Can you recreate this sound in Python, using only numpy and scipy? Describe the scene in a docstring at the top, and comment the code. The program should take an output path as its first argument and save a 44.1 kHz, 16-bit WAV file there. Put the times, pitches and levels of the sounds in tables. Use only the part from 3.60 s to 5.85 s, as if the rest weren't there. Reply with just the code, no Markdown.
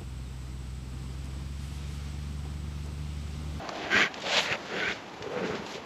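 """Two bulls push head to head in a muddy, snowy corral, some metres away.
A hollow gust opens over soft wind; frozen crust snaps, hooves thud and crunch in the mud.
At 0.3 s a hard snort: air, chopped by the flapping nostrils, rings them and whistles.
A hoof skids through grit from 0.6 s, kicking up snow; two more snorts follow at 0.9 and 1.2 s.
From 1.65 s one bull huffs, a low rattling growl on heaves of the chest, over more scuffs."""
import sys
import numpy as np
from scipy import signal
from scipy.fft import rfft, irfft
from scipy.io import wavfile

SR = 44100
rng = np.random.default_rng(int(sys.argv[2]) if len(sys.argv) > 2 else 0)


def dump_mix(stems):
    """Bounce the given channels to the path in sys.argv[1] as a 16-bit WAV at rate SR."""
    frames = np.atleast_2d(stems).T  # one column per channel
    limited = np.clip(frames, -1, 1)  # hard clip at full scale
    pcm = np.round(limited * 32767).astype(np.int16)
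    wavfile.write(sys.argv[1], SR, pcm)


N = 99225
T = np.arange(N) / SR
HZ = np.fft.rfftfreq(N, 1 / SR)

SNORT_FLOW = [
    [(.27, -38), (.29, -41), (.318, -27.5), (.345, -23), (.38, -20), (.425, -22), (.46, -27.5),
     (.48, -36.5), (.5, -59)],
    [(.86, -39), (.895, -40), (.913, -34), (.927, -29.5), (.94, -34.5), (.957, -37.5), (.98, -76)],
    [(1.05, -49), (1.14, -37), (1.18, -31.5), (1.25, -32), (1.295, -31), (1.325, -32.5), (1.345, -48),
     (1.38, -46.5)],
]  # air flow, per snort: t/s, level/dB
NOSTRIL_MODES = [
    [(1155, 120, -5.5), (1590, 165, -1), (1940, 96, 1), (2196, 214, -5), (2420, 380, -5.5),
     (3120, 360, -8.5), (5890, 200, -20.5)],
    [(1380, 380, 2), (1846, 170, 7), (2060, 210, 3), (2520, 510, 5)],
    [(1510, 157, -3), (1920, 500, -6), (2150, 510, -9.5), (2800, 290, -8), (3420, 450, -11)],
]  # resonances, per snort: f/Hz, width/Hz, level/dB
NOSTRIL_FLARE = [
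    [(.31, 1), (.36, 0.975), (.415, 1.034), (.48, 0.97)],
    [(.89, 0.982), (.96, 1.04)],
    [(1.16, 0.96), (1.22, 1.01), (1.28, 0.98), (1.33, 1.05)],
]  # mode shift as nostrils flare and relax, per snort: t/s, f ratio
SNORT_BALANCE = [(-0.5, -9, -8), (4.5, -4, -10), (0.2, -9, -4.5)]  # per snort: nostril/dB, jet/dB, chest/dB
JET_SPECTRUM = [(500, -25), (1000, -7), (1500, 2.5), (2500, -3), (3500, 0), (4500, 0), (5700, -9.5),
                (7000, -7), (8000, -23.5), (11500, -21.5), (14000, -22)]  # nasal hiss: f/Hz, level/dB
CHEST_SPECTRUM = [(30, -35), (70, -17.5), (130, -9.5), (195, 5), (270, -7), (400, 2.5), (520, -9),
                  (680, -2), (950, -16), (1500, -6.5), (4000, -55)]  # body of a snort: f/Hz, level/dB
WHISTLE_GLIDES = [(0.323, 0.371, 1505, 1610, -24), (0.374, 0.384, 1820, 1960, -29),
                  (0.381, 0.452, 2056, 2230, -28), (0.452, 0.514, 1680, 1570, -43),
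                  (1.185, 1.305, 1420, 1603, -33), (1.206, 1.306, 2036, 2510, -33)]  # tight nostril: start/s, end/s, start f/Hz, end f/Hz, level/dB

GROWL_LEVEL = [(1.648, -39.5), (1.68, -37), (1.712, -40.5), (1.766, -33.5), (1.808, -36), (1.836, -34),
               (1.875, -41), (1.9, -35.5), (1.935, -33.5), (1.96, -41.5), (2.1, -51), (2.184, -43)]  # throat envelope: t/s, level/dB
GROWL_PITCH = [(1.68, 415), (1.775, 520), (1.8, 490), (1.83, 436), (1.94, 421.4), (2.05, 397), (2.2, 456)]  # throat pitch: t/s, f/Hz
CHEST_HEAVES = [(1.782, 0.023, -38.5, -37), (1.846, 0.018, -34.5, -35.5), (1.904, 0.021, -41.5, -40.5),
                (1.951, .02, -44, -38), (1.995, 0.019, -41.5, -49)]  # pushes of breath: peak t/s, spread/s, chest/dB, air/dB
BREATH_SPECTRUM = [(200, -8.5), (550, 1.5), (850, -1), (1400, 2.5), (2200, -0.5), (3500, -10), (6000, -27),
                   (12000, -46)]  # heaved air: f/Hz, level/dB

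SKID_LEVEL = [(.57, -46.5), (.61, -45.5), (.64, -40.5), (.665, -33.5), (.71, -30.5), (.742, -25.5),
              (.783, -22.5), (.805, -27), (.825, -34), (.9, -38.5)]  # long hoof slide: t/s, level/dB
SKID_SPECTRUM = [(60, -25), (130, -32), (200, 9.5), (300, -40), (430, -2), (580, 3.5), (800, 1.5),
                 (1100, -2), (1600, 0), (2100, 1.5), (2750, 4.5), (3400, 2.5), (4300, 1), (5500, -6.5),
                 (7200, -10), (11500, -29)]  # its grit: f/Hz, level/dB
HOOF_SCUFFS = [(.17, 0.025, 0.064, -43, 2860), (0.241, 0.026, 0.012, -37, 2120),
               (0.622, .003, 0.0055, -35, 3550), (.72, 0.015, 0.03, -36.5, 3870),
               (1.07, 0.075, 0.24, -48, 3700), (1.315, 0.025, 0.035, -41.5, 3650),
               (1.625, 0.0022, 0.018, -51, 3500), (1.88, 0.028, 0.04, -48, 4460),
               (1.96, 0.013, 0.028, -44.5, 3280), (2.065, 0.0022, 0.0099, -44.5, 4400),
               (2.122, 0.047, 0.018, -43.5, 3330), (2.144, 0.007, 0.029, -40.5, 3100)]  # short drags: peak t/s, rise/s, fall/s, level/dB, f/Hz
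CRUST_SNAPS = [(0.091, -24, 2960), (0.0912, -24, 6540), (0.0923, -23.5, 790), (0.5424, -20, 2960),
               (0.603, -31, 9000), (0.835, -23, 2550), (1.497, -36.5, 4100), (1.624, -25.5, 2900),
               (1.735, -46, 3800), (1.874, -28, 2780), (1.953, -27, 2800), (2.065, -30, 4000),
               (2.123, -29, 3500)]  # ice breaking: t/s, peak level/dB, f/Hz
HOOF_THUDS = [(.245, -37, 50), (0.352, -28.5, 94), (0.416, -35, 187), (0.911, -28.5, 142), (1.278, -37, 80),
              (1.61, -37.5, 117), (1.905, -29.5, 121)]  # hoof falls: t/s, level/dB, f/Hz
MUD_SHOVES = [(.245, 0.062, -40.5, 350), (.665, 0.021, -37, 603), (.93, 0.037, -37.5, 546),
              (1.175, 0.046, -36, 437)]  # mud yielding: peak t/s, spread/s, level/dB, f/Hz
SNOW_KICKS = [(.825, 0.03, -38.5), (2.115, 0.038, -49)]  # loose snow: peak t/s, spread/s, level/dB
SNOW_SPECTRUM = [(3000, -25), (6000, 3), (8000, 2), (12000, -6), (14000, -2)]  # its hiss: f/Hz, level/dB

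WIND_SPECTRUM = [(25, -1), (45, -6), (70, -3.5), (110, -1.5), (200, 2.5), (300, 3), (500, 0.5), (800, 2.5),
                 (1150, -1.5), (1700, -5), (2500, -6.5), (4000, -12), (7000, -20), (11500, -29.5)]  # outdoor wash: f/Hz, level/dB
WIND_LEVEL = [(0, -39), (.2, -39), (.5, -42), (.7, -37), (1.0, -40), (1.35, -41), (1.55, -42), (1.9, -37.5),
              (2.25, -42)]  # wash envelope: t/s, level/dB
GUST_LEVEL = [(0, -41.5), (.12, -43.5), (.28, -40), (.5, -54), (.6, -64), (.67, -47), (.75, -37),
              (.85, -75)]  # hollow rush: t/s, level/dB
MIC_RESPONSE = [(0, -25), (30, -15.5), (65, -1), (7300, -4), (8000, -10.5), (8500, -24), (8950, -34),
                (9400, -16.5), (10200, -9.5), (11500, -5.5), (12600, -13.5), (13500, -25), (14200, -36)]  # microphone: f/Hz, gain/dB

FLAP_HZ, FLAP_DEPTH = 160, 0.21
RATTLE_HZ, RATTLE_DEPTH = 91.8, 0.59
SNAP_DECAY_S, THUD_RISE_S, THUD_DECAY_S = 0.0034, 0.0037, 0.0043
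CRUMBS_PER_S, CRUMBS_DB = 77, -66.5
GROUND_DAMPING_HZ = 8200  # wet ground swallows the treble
EDGE_HZ = 14000


def snort(flow, modes, balance_db, flare):
    """Air chopped by unevenly flapping nostrils rings them; jet hiss above, chest below."""
    nose_db, jet_db, chest_db = balance_db
    stretch = curve(flare)
    flutter = waver(217, depth_db=1) * (1 + FLAP_DEPTH * vibrate(FLAP_HZ, jitter=0.2504))
    ringing = sum(amp(db) * resonate(white(), hz * stretch, width_hz) for hz, width_hz, db in modes)
    nose = unit(flutter * ringing)
    jet = colour(white() * flutter, JET_SPECTRUM)
    chest = colour(white() * flutter, CHEST_SPECTRUM)
    return level(flow) * (amp(nose_db) * nose + amp(jet_db) * jet + amp(chest_db) * chest)


def whistles():
    """Air through a tight nostril: fuzzy tones gliding inside the snorts."""
    out = np.zeros(N)
    for start_s, end_s, from_hz, to_hz, db in WHISTLE_GLIDES:
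        progress = np.clip((T - start_s) / (end_s - start_s), 0, 1)
        tone = unit(resonate(white(), from_hz + (to_hz - from_hz) * progress, width_hz=76))
        out += amp(db) * np.sin(np.pi * progress) * tone
    return out


def huff():
    """A rattling growl rises and falls in the throat while the chest heaves air out."""
    pitch_hz = curve(GROWL_PITCH)
    rattle = unit(1 + RATTLE_DEPTH * vibrate(RATTLE_HZ, jitter=0.19))
    voice = amp(-2) * unit(vibrate(pitch_hz, jitter=0.0398))
    breath = unit(resonate(white(), pitch_hz, width_hz=127))
    chest = unit(resonate(white(), 195.4, width_hz=40) + amp(-10) * resonate(white(), 263, width_hz=87))
    air = colour(white(), BREATH_SPECTRUM)
    heaves = sum(swell(s, spread_s) * (amp(chest_db) * chest + amp(air_db) * air)
                 for s, spread_s, chest_db, air_db in CHEST_HEAVES)
    return (voice + breath) * rattle * level(GROWL_LEVEL) + heaves


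def skid():
    """One long hoof slide through gritty mud."""
    grit = grains() * waver(130, depth_db=1.3)
    return amp(1.5) * level(SKID_LEVEL) * colour(grit, SKID_SPECTRUM)


def scuffs():
    """Short hoof drags break the mud in clumps."""
    out = np.zeros(N)
    for s, rise_s, fall_s, db, hz in HOOF_SCUFFS:
        stroke = swell(s, np.where(T < s, rise_s, fall_s))
        crunch = grains(per_s=7600) * waver(129, depth_db=0.8)
        out += amp(db) * stroke * band(crunch, hz, octaves=0.74)
    return out


def snaps():
    """Frozen crust breaks: one crack, then a short crumble."""
    out = np.zeros(N)
    for s, db, hz in CRUST_SNAPS:
        burst = white() * (T >= s) * np.exp(-abs(T - s) / SNAP_DECAY_S)
        burst[round(s * SR)] = 5  # the crack
        tick = band(burst, hz, octaves=0.83, damping_hz=7100)
        out += amp(db) * tick / abs(tick).max()
    return out


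def thuds():
    """Heavy hooves give soft ground a short, damped push."""
    out = np.zeros(N)
    for s, db, hz in HOOF_THUDS:
        age_s = np.maximum(T - s, 0)
        push = (1 - np.exp(-age_s / THUD_RISE_S)) ** 2 * np.exp(-age_s / THUD_DECAY_S)
        ground = .8 * np.sin(2 * np.pi * hz * age_s) + .22 * band(white(), hz, octaves=0.48)
        out += amp(db) * push / push.max() * ground
    return out


def shoves():
    """Soft mud gives way under the bulls' weight."""
    return sum(amp(db) * swell(s, spread_s) * band(white(), hz, octaves=0.38)
               for s, spread_s, db, hz in MUD_SHOVES)


def snow():
    """Kicked snow hisses briefly; icy crumbs tick underfoot throughout."""
    kicks = sum(amp(db) * swell(s, spread_s) for s, spread_s, db in SNOW_KICKS)
    ticks = white() * (rng.random(N) < CRUMBS_PER_S / SR)
    crumbs = band(ticks, hz=4800, octaves=0.86)
    return kicks * colour(grains(), SNOW_SPECTRUM) + amp(CRUMBS_DB) * crumbs


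def wind():
    """Soft wash with an early, hollow gust."""
    wash = colour(white() * waver(45, depth_db=1), WIND_SPECTRUM) * level(WIND_LEVEL)
    gust = band(white(), hz=697, octaves=0.18) * level(GUST_LEVEL)
    return wash + gust


def amp(db):
    """dB to gain."""
    return 10 ** (np.asarray(db) / 20)


def unit(x):
    """Scale to rms 1."""
    return x / np.sqrt(np.mean(x ** 2) + 1e-20)


def white():
    """Fresh white noise."""
    return rng.standard_normal(N)


def curve(points):
    """Linear track through (t/s, value) points."""
    return np.interp(T, *np.transpose(points))


def level(points):
    """Gain along a dB curve, falling 230 dB/s beyond its ends."""
    s, db = np.transpose(points)
    outside_s = np.maximum(s[0] - T, 0) + np.maximum(T - s[-1], 0)
    return amp(np.interp(T, s, db) - 230 * outside_s)


def swell(peak_s, spread_s):
    """Gaussian envelope, peak 1."""
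    return np.exp(-.5 * ((T - peak_s) / spread_s) ** 2)


def colour(x, spectrum):
    """Filter by (f/Hz, level/dB) points; rms 1."""
    hz, db = np.transpose(spectrum)
    gain = amp(np.interp(np.log(HZ + 1), np.log(hz + 1), db))
    return unit(irfft(rfft(x) * gain, N))


def band(x, hz, octaves, damping_hz=GROUND_DAMPING_HZ):
    """Bell-shaped band with damped treble; rms 1."""
    bell = np.exp(-.5 * (np.log2((HZ + 1) / hz) / octaves) ** 2)
    return unit(irfft(rfft(x) * bell / np.sqrt(1 + (HZ / damping_hz) ** 8), N))


def resonate(x, hz, width_hz):
    """Steep resonance of gain 1; hz may glide."""
    carrier = np.exp(2j * np.pi * np.cumsum(hz * np.ones(N)) / SR)
    pole = np.exp(-np.pi * width_hz * np.sqrt(2) / SR)
    baseband = signal.lfilter([(1 - pole) ** 2], [1, -2 * pole, pole * pole], x / carrier)
    return 2 * (carrier * baseband).real


def drift(rate_hz):
    """Random motion up to rate_hz; rms 1."""
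    return unit(irfft(rfft(white()) / (1 + (HZ / rate_hz) ** 4), N))


def waver(rate_hz, depth_db):
    """Randomly drifting gain; rms 1."""
    return unit(amp(depth_db * drift(rate_hz)))


def vibrate(hz, jitter):
    """Soft tissue swinging at an unsteady rate."""
    return np.sin(2 * np.pi * np.cumsum(hz * (1 + jitter * drift(rate_hz=84))) / SR)


def grains(per_s=8300, spread_db=2.5):
    """Dense clicks of crumbling mud and snow, a few large."""
    size = amp(spread_db * np.minimum(rng.exponential(1, N), 4))
    return size * np.sign(white()) * (rng.random(N) < per_s / SR)


def scene():
    """Breath, hooves and wind in open air; mono."""
    snorts = sum(snort(*row) for row in zip(SNORT_FLOW, NOSTRIL_MODES, SNORT_BALANCE, NOSTRIL_FLARE))
    breath = snorts + whistles() + huff()
    hooves = skid() + scuffs() + shoves() + snow() + snaps() + thuds()
    return (breath + hooves + wind())[None]


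def record(dry):
    """Small microphone with a deep treble notch, then the band limit."""
    mic_gain = amp(np.interp(HZ, *np.transpose(MIC_RESPONSE)))
    heard = irfft(rfft(dry) * mic_gain, N)
    lowpass = signal.firwin(511, EDGE_HZ, window=("kaiser", 9), fs=SR)
    return signal.oaconvolve(heard, lowpass[None], "same")


dry = scene()
out = record(dry)
dump_mix(out)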